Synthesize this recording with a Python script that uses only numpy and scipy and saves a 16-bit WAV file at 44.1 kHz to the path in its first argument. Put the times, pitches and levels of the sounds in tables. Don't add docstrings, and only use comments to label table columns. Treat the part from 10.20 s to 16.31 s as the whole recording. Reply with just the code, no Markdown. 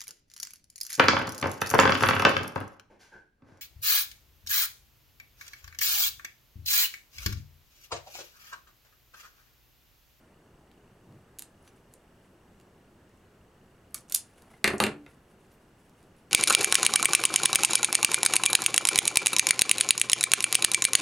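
import sys
import numpy as np
from scipy import signal
from scipy.fft import rfft, irfft
from scipy.io import wavfile
from scipy.ndimage import uniform_filter1d

SR = 44100
rng = np.random.default_rng(int(sys.argv[2]) if len(sys.argv) > 2 else 0)


def field_ratio(decibels):
    return 10 ** (np.asarray(decibels, dtype=float) / 20)


def transcribe(u):
    v = np.clip(np.atleast_2d(u).T, -1, 1)
    q = np.round(v * 32767).astype(np.int16)
    wavfile.write(sys.argv[1], SR, q)


N = 269451
ONSET_LEAD_S = 0.0005


def evened(x):
    return x / np.sqrt(np.mean(x ** 2) + 1e-20)


def read(points, hz):
    f, value = np.transpose(points)
    return np.interp(np.log(hz + 1), np.log(f + 1), value)


def add(mix, start_s, sound):
    part = mix[round(start_s * SR):][:len(sound)]
    part += sound[:len(part)]


def causal(db):
    mirrored_db = np.r_[db, db[-2:0:-1]]
    log_gain = np.log(field_ratio(np.maximum(mirrored_db, -100)))
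    return np.fft.ifft(np.exp(np.conj(signal.hilbert(log_gain)))).real


def coloured(x, points):
    gain = field_ratio(read(points, np.fft.rfftfreq(x.shape[-1], 1 / SR)))
    return irfft(rfft(x) * gain, x.shape[-1])


def swell(strokes):
    t, gain = np.arange(N) / SR, np.zeros(N)
    for peak_s, db, rise_s, fall_s in strokes:
        width_s = np.where(t < peak_s, rise_s, fall_s)
        gain += field_ratio(db) * np.exp(-((t - peak_s) / width_s) ** 2)
    return gain


def chatter(ms, size=1024):
    t_ms = np.arange(size) / SR * 1000
    shape = np.minimum(t_ms / 0.19, 1) * np.exp(-(t_ms / max(ms, 0.3)) ** 2)
    contacts = rng.standard_normal(size) * rng.exponential(1, size) ** 0.49
    z = rfft(contacts * shape)
    white = irfft(z / np.sqrt(uniform_filter1d(abs(z) ** 2, size=20)))
    return white * np.sqrt(shape)


# (time [s], peak level [dB], brightest [Hz], lows [dB])
CLICKS = [(0.515, -47.5, 4390, 28), (0.9247, -57, 4230, 10), (1.187, -27, 7000, -4),
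          (1.1932, -23.5, 11500, -3.5), (1.2222, -29.5, 8540, 3), (1.4775, -43, 6000, 25),
          (1.7385, -38, 9000, -12), (2.4001, -48.5, 7130, 22), (2.412, -52, 5320, 11),
          (2.8947, -55, 6020, -10), (2.9736, -57, 7620, -8), (3.8074, -46.5, 10100, -12.5),
          (3.898, -30, 8630, -1.5), (4.2216, -44, 4160, -13), (5.6958, -52, 5680, -8),
          (5.829, -52, 8570, 10.5), (5.966, -58, 9840, -1.5)]
# (time [s], peak level [dB], brightest [Hz], lows [dB], chatter [ms])
SNIPS = [(3.7436, -36.5, 8950, -4, 1.1), (3.745, -14.5, 11000, -16, 0.44), (3.7462, -20.5, 7895, -5, 1),
         (3.7477, -24, 5440, -5, 2.4), (3.9227, -16.5, 13120, -7, 0.92), (3.9236, -18, 5990, -8, 3),
         (3.9444, -16, 12000, -17.5, 0.64), (3.9467, -7.5, 9900, -17, 1.5), (3.948, -7.5, 4500, -14.5, 1.2),
         (3.949, -7.5, 10500, -21, 1.82), (3.9604, -13, 8850, -6.5, 1.3)]
# (frequency [Hz], density [dB per Hz])
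STEEL = [(290, -53.5), (500, -28), (1150, -21), (2730, -13.5), (4360, -6.5), (5430, -9), (7170, -2.5),
         (7940, -5), (9460, -2), (12500, -3), (13800, -11), (15600, -15.5), (16500, -33)]
CLICK_MS, CLICK_ROOM_DB, SNIP_ROOM_DB = 2.5, -8.5, -8


def strippers():
    direct, send, bins = np.zeros(N), np.zeros(N), np.fft.rfftfreq(512, 1 / SR)
    rows = [(*row, CLICK_MS, CLICK_ROOM_DB) for row in CLICKS]
    rows += [(*row, SNIP_ROOM_DB) for row in SNIPS]
    for s, db, hz, lows_db, ms, room_db in rows:
        bright_db = 6.0 * np.exp(-((bins - hz) / 1500) ** 2)
        tilt_db = (lows_db + 10.0) * np.clip(1 - bins / 6000, 0, 1)
        steel = causal(read(STEEL, bins) + bright_db + tilt_db)[:256]
        click = np.convolve(chatter(ms), steel)
        click *= field_ratio(db) / abs(click).max()
        add(direct, s - ONSET_LEAD_S, click)
        add(send, s - ONSET_LEAD_S, click * field_ratio(room_db))
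    return direct, send


# (frequency [Hz], t60 [s])
DAMPING = [(100, 0.14), (400, 0.091), (1000, 0.078), (2000, 0.066), (3000, 0.023), (4500, 0.0094)]
DESK_HZ = [88.1, 110.4, 158, 188.7, 217.7, 294.4, 355.6, 408]


def ring(colour, thud_db, board_db, count=90):
    t = np.arange(SR // 5) / SR
    shift, turn = rng.random((count, 2)).T
    hz = 70 + 55 * (np.arange(count) + shift)
    hz[:len(DESK_HZ)] = DESK_HZ
    wood_db = read([(450, thud_db), (650, board_db), (1300, board_db), (1600, 0.0049)], hz)
    t60_s = np.maximum(read(DAMPING, hz), 0.005)
    size = field_ratio(read(colour, hz))
    size = size * field_ratio(wood_db) / np.linalg.norm(size[count // 3:])
    modes = field_ratio(-60 * t / t60_s[:, None]) * np.sin(2 * np.pi * (hz[:, None] * t + turn[:, None]))
    modes *= np.minimum(2 * hz[:, None] * t, 1)
    fade_out = np.cos(np.pi / 2 * t / t[-1])
    return size @ modes * np.minimum(t / 0.0013, 1) * fade_out


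# (time [s], peak level [dB], thud [dB], board [dB], crack [dB])
KNOCKS = [(4.4434, -6, -4.5, -6, 1), (4.4768, -14, 5.5, -3.5, 1), (4.5038, -23, 7, 4, -15),
          (4.5342, -29.5, 21, 9, -8), (4.602, -15, 0.5, 4.5, 6.5), (4.6241, -20.5, 0.5, -3, -2),
          (4.6392, -11.5, -6, -19.5, 5.5), (4.666, -19.5, 0.5, -8, -3), (4.6986, -46, 10.5, -2, -20),
          (4.7323, -47, 11, -4, -20), (4.8639, -40.5, -8.5, -8, -1)]
# (frequency [Hz], density [dB per Hz])
JAWS = [(60, -30), (110, -15.5), (290, -15), (380, -0.5), (508, -11.5), (780, -9), (933, -13.5),
        (1150, -6.5), (1500, -11.5), (1810, -4), (2250, -7.5), (2870, -5.5), (3200, -24), (5000, -29.5)]
# (frequency [Hz], density [dB per Hz])
GRIPS = [(60, -27), (110, -8.5), (201, -7.5), (290, -5.5), (410, 2.5), (560, -9), (900, -2.5), (1040, -8.5),
         (1220, -4), (1510, -10), (1910, -18.5), (2400, -9.5), (3200, -13), (5000, -16.5)]
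# (frequency [Hz], density [dB per Hz])
CRACK = [(880, -31.5), (1500, -4.5), (2560, 1), (3380, -7), (4240, -2), (5330, -14.5), (9370, -10.5),
         (12400, -15.5), (16000, -37.5)]
GRIPS_LAND_S = 4.57
CONTACT_MS, CONTACT_MS_PER_DB, LONGEST_MS = 3.17, 0.43, 5.4


def desk():
    out = np.zeros(N)
    crack = causal(read(CRACK, np.fft.rfftfreq(512, 1 / SR)))[:256]
    for s, db, thud_db, board_db, crack_db in KNOCKS:
        ms = min(CONTACT_MS + CONTACT_MS_PER_DB * thud_db, LONGEST_MS)
        snap = np.convolve(chatter(ms), crack)
        add(out, s - ONSET_LEAD_S, field_ratio(db + crack_db) * snap / abs(snap).max())
        end = JAWS if s < GRIPS_LAND_S else GRIPS
        add(out, s, field_ratio(db - 7.0) * ring(end, thud_db, board_db))
    return out


# (time [s], peak level [dB], frequency [Hz], t60
# [s])
JINGLES = [(1.477, -63, 6010, 0.068), (1.481, -57, 10000, .02), (3.747, -40, 1160, 0.013),
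           (3.747, -44.5, 2230, 0.031), (4.254, -55, 800, 0.017), (4.303, -53.5, 2000, 0.014),
           (4.339, -49, 2050, .015), (4.34, -52, 800, 0.0206), (4.864, -45.5, 2070, 0.014),
           (5.322, -68.5, 12100, .2), (5.98, -66.5, 10000, 0.021)]
# (time [s], peak level [dB], frequency [Hz])
TICKS = [(1.427, -57, 10400), (3.708, -56, 9200), (3.722, -57, 12000), (3.759, -41, 10000),
         (3.765, -40.5, 6300), (3.778, -44, 5500), (3.786, -41, 9500), (3.883, -51.5, 8700),
         (3.888, -50, 6000), (3.901, -40.5, 7000), (3.914, -42.5, 9070), (4.503, -37, 9500),
         (4.528, -45, 8500), (4.581, -30.5, 8640), (4.582, -31.5, 6500), (4.636, -25, 7500),
         (4.905, -70, 10840), (5.032, -64, 9800), (5.266, -64, 7000), (5.355, -61, 9000),
         (5.49, -65, 10000), (5.593, -66.5, 7530), (5.65, -64.5, 9020), (6.097, -62, 11970)]
# (first time [s], peak level [dB], frequency [Hz], fade [dB per shake])
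RATTLES = [
    (4.539, -42.5, 10610, 1.5),
    (4.608, -24.5, 10300, 2.5),
]
TICK_T60_S = 0.0022
SHAKES, SHAKE_GAP_S, SHAKE_T60_S, SHAKE_JITTER_S = 4, 0.0064, 0.006, 0.00087


def jingle():
    out, t = np.zeros(N), np.arange(3000) / SR
    pings = JINGLES + [(s, db, hz, TICK_T60_S) for s, db, hz in TICKS]
    for first_s, db, hz, fade_db in RATTLES:
        for k in range(SHAKES):
            s = first_s + SHAKE_GAP_S * k + SHAKE_JITTER_S * rng.uniform(-0.92, 1)
            pings = pings + [(s, db - fade_db * k, hz * rng.uniform(0.96, 1.05), SHAKE_T60_S)]
    for s, db, hz, t60_s in pings:
        ping = field_ratio(-60 * t / t60_s) * np.sin(2 * np.pi * hz * t) * np.minimum(t / 0.0001, 1)
        ping = np.convolve(ping, chatter(1.9))
        add(out, s, field_ratio(db) * ping / abs(ping).max())
    return out


# (peak time [s], peak level [dB], rise [s], fall [s])
SPRING = [
    (4.79, -47.5, 0.048, 0.067),
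]
SPRING_HZ = 292


def spring():
    return swell(SPRING) * np.sqrt(2) * np.sin(2 * np.pi * SPRING_HZ * np.arange(N) / SR)


# (peak time [s], peak level [dB], rise [s], fall [s])
RUSTLE = [(1.47, -73, 0.069, 0.045), (1.57, -79, .03, .03), (1.73, -72, 0.017, .03), (2.02, -81, .05, .08),
          (3.775, -56, 0.013, 0.012), (3.908, -56.5, 0.0072, .01), (4.06, -71, .03, 0.085),
          (4.22, -70, 0.066, 0.045), (4.3, -73, .03, 0.13), (4.9, -68, 0.017, 0.053),
          (5.108, -73, 0.019, 0.031), (5.23, -72.5, 0.035, 0.037), (5.33, -73, 0.033, .03),
          (5.41, -78, .015, .04), (5.6, -76, 0.029, .1), (5.83, -74.5, 0.062, .04), (5.98, -75, .015, .05),
          (6.1, -78, .03, .03)]
# (frequency [Hz], level [dB])
SKIN = [(2000, 7.5), (5000, 0), (8000, 0.5), (10000, 6.5), (12500, -6.5), (16000, -14)]
# (peak time [s], peak level [dB], rise [s], fall [s])
SLEEVE = [
    (4.23, -60, .015, 0.091),
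    (4.34, -63, 0.0149, 0.0306),
]
# (frequency [Hz], level [dB])
CLOTH = [(100, -1), (300, 6), (1000, 4.5), (2000, -5), (4000, -19), (8000, -32.5)]
# (peak time [s], peak level [dB], rise [s], fall [s])
CHAIR = [
    (0.915, -50, 0.069, 0.1),
    (2.3, -58.5, 0.065, .06),
]
# (frequency [Hz], level [dB])
CHAIR_COLOUR = [(40, -14), (100, 6.5), (190, 4.5), (400, -12.5), (1000, -20), (3000, -46)]
GRAINS_PER_S = 300


def hands():
    noise = rng.standard_normal(N)
    grain_size = field_ratio(3.8 * np.minimum(rng.exponential(1, N), 3))
    grains = noise * (0.5 + grain_size * (rng.random(N) < GRAINS_PER_S / SR))
    clumps = field_ratio(3.0 * evened(uniform_filter1d(rng.standard_normal(N), size=600)))
    rustle = evened(coloured(grains * clumps, SKIN)) * swell(RUSTLE) * field_ratio(4.0)
    sleeve = evened(coloured(rng.standard_normal(N) * clumps, CLOTH)) * swell(SLEEVE) * field_ratio(-1.0)
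    chair = evened(coloured(rng.standard_normal(N), CHAIR_COLOUR)) * swell(CHAIR) * field_ratio(-1.5)
    return rustle + sleeve + chair


# (frequency [Hz], t60 [s])
ROOM = [(100, 0.4), (500, 0.27), (2000, 0.23), (5000, 0.19), (9500, 0.18), (13000, 0.086), (16000, 0.077)]
# (frequency [Hz], level [dB])
ROOM_COLOUR = [(100, 3), (1000, 4.5), (4000, 0), (9500, 1.5), (13000, -1.5), (16000, -2.5)]
# (frequency [Hz], side-mid [dB])
ROOM_SIDE = [(60, -32), (250, -17), (1000, -9), (3000, -6.5), (8000, -8.5), (14000, -13)]


def room(x):
    taps = np.zeros((2, SR // 2))
    at = np.arange(120, SR // 2 - 10, 10)
    at = at + rng.integers(0, 10, (2, len(at)))
    np.put_along_axis(taps, at, rng.choice([-1.0, 1.0], at.shape), 1)
    hz, t, z = signal.stft(taps, SR, nperseg=256)
    z *= field_ratio(read(ROOM_COLOUR, hz)[:, None] - 60 * t / read(ROOM, hz)[:, None])
    mid, side = signal.istft(z, SR, nperseg=256)[1]
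    side = coloured(side, ROOM_SIDE)
    response = [mid + side, mid - side] / np.linalg.norm(mid)
    return signal.fftconvolve(x[None], response, axes=1)[:, :N]


# (frequency [Hz], density [dB per Hz])
AIR = [(12, -29), (20, -5), (93, -3), (241, -4), (277, -9.5), (357, -4.5), (527, -11), (590, -11.5),
       (949, -16), (1660, -19.5), (2140, -24), (2910, -27), (4060, -32.5), (8180, -34), (16000, -40)]
# (frequency [Hz], side-mid [dB])
AIR_SIDE = [(30, -31.5), (125, -33), (400, -16), (1500, -7), (5000, -5), (15000, -17)]
AIR_DB, AIR_EDGE_HZ, PATCH_DB = -59, 15850, 0.75


def air():
    frames, hz = N // 256 + 5, np.fft.rfftfreq(1024, 1 / SR)
    a, b, c, d, patches = rng.standard_normal((frames, 513, 5)).T
    patches = uniform_filter1d(patches, size=10, axis=0)
    patches = evened(uniform_filter1d(patches, size=16, axis=1))
    mid = a + 1j * b
    side = (c + 1j * d) * field_ratio(read(AIR_SIDE, hz))[:, None]
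    z = np.array([mid + side, mid - side]) * field_ratio(read(AIR, hz)[:, None] + PATCH_DB * patches)
    z[:, hz > AIR_EDGE_HZ] = 0
    return field_ratio(AIR_DB) * evened(signal.istft(z, nperseg=1024, noverlap=768)[1][:, :N])


# (from [Hz], to [Hz], level [dB])
LENS = [
    (2580, 3020, -65),
]
# (frequency [Hz], level [dB])
WHINE = [(4366, -93.5), (6002, -94.5), (8000, -89.5), (10002, -100), (10998, -100), (13001, -99.5)]
FRAME_HZ, FIRST_TICK_S = 29.97, 0.0075


def camera():
    t, out = np.arange(N) / SR, np.zeros(N)
    u = np.arange(500) / 500
    shape = np.minimum(u / 0.32, 1) * np.exp(-(u / 0.5) ** 2)
    for s in np.arange(FIRST_TICK_S, N / SR, 1 / FRAME_HZ):
        size, turn = rng.standard_normal(2)
        for low_hz, high_hz, db in LENS:
            hz = low_hz + (high_hz - low_hz) * np.minimum(u / 0.55, 1)
            chirp = np.sin(2 * np.pi * (np.cumsum(hz) / SR + turn))
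            add(out, s, field_ratio(db + 1.1 * size) * shape * chirp)
    whine = sum(np.sqrt(2) * field_ratio(db) * np.sin(2 * np.pi * hz * t) for hz, db in WHINE)
    return out + whine


def scene():
    clicks, send = strippers()
    knocks, pins = desk(), jingle()
    tool = (clicks + pins) * field_ratio([[-0.8], [0.8]])
    near = tool + knocks * field_ratio([[0.2], [-0.2]]) + hands() + spring()
    reverberation = room(send + field_ratio(-7.5) * knocks + field_ratio(-8) * pins)
    return near + reverberation + air() + camera()


def low_pass(x):
    return signal.sosfilt(signal.butter(12, 16960, fs=SR, output="sos"), x)


def record(dry):
    limited = signal.oaconvolve(dry, signal.firwin(301, 16850, fs=SR)[None], "same")
    return low_pass(limited)


dry = scene()
out = record(dry)
transcribe(out)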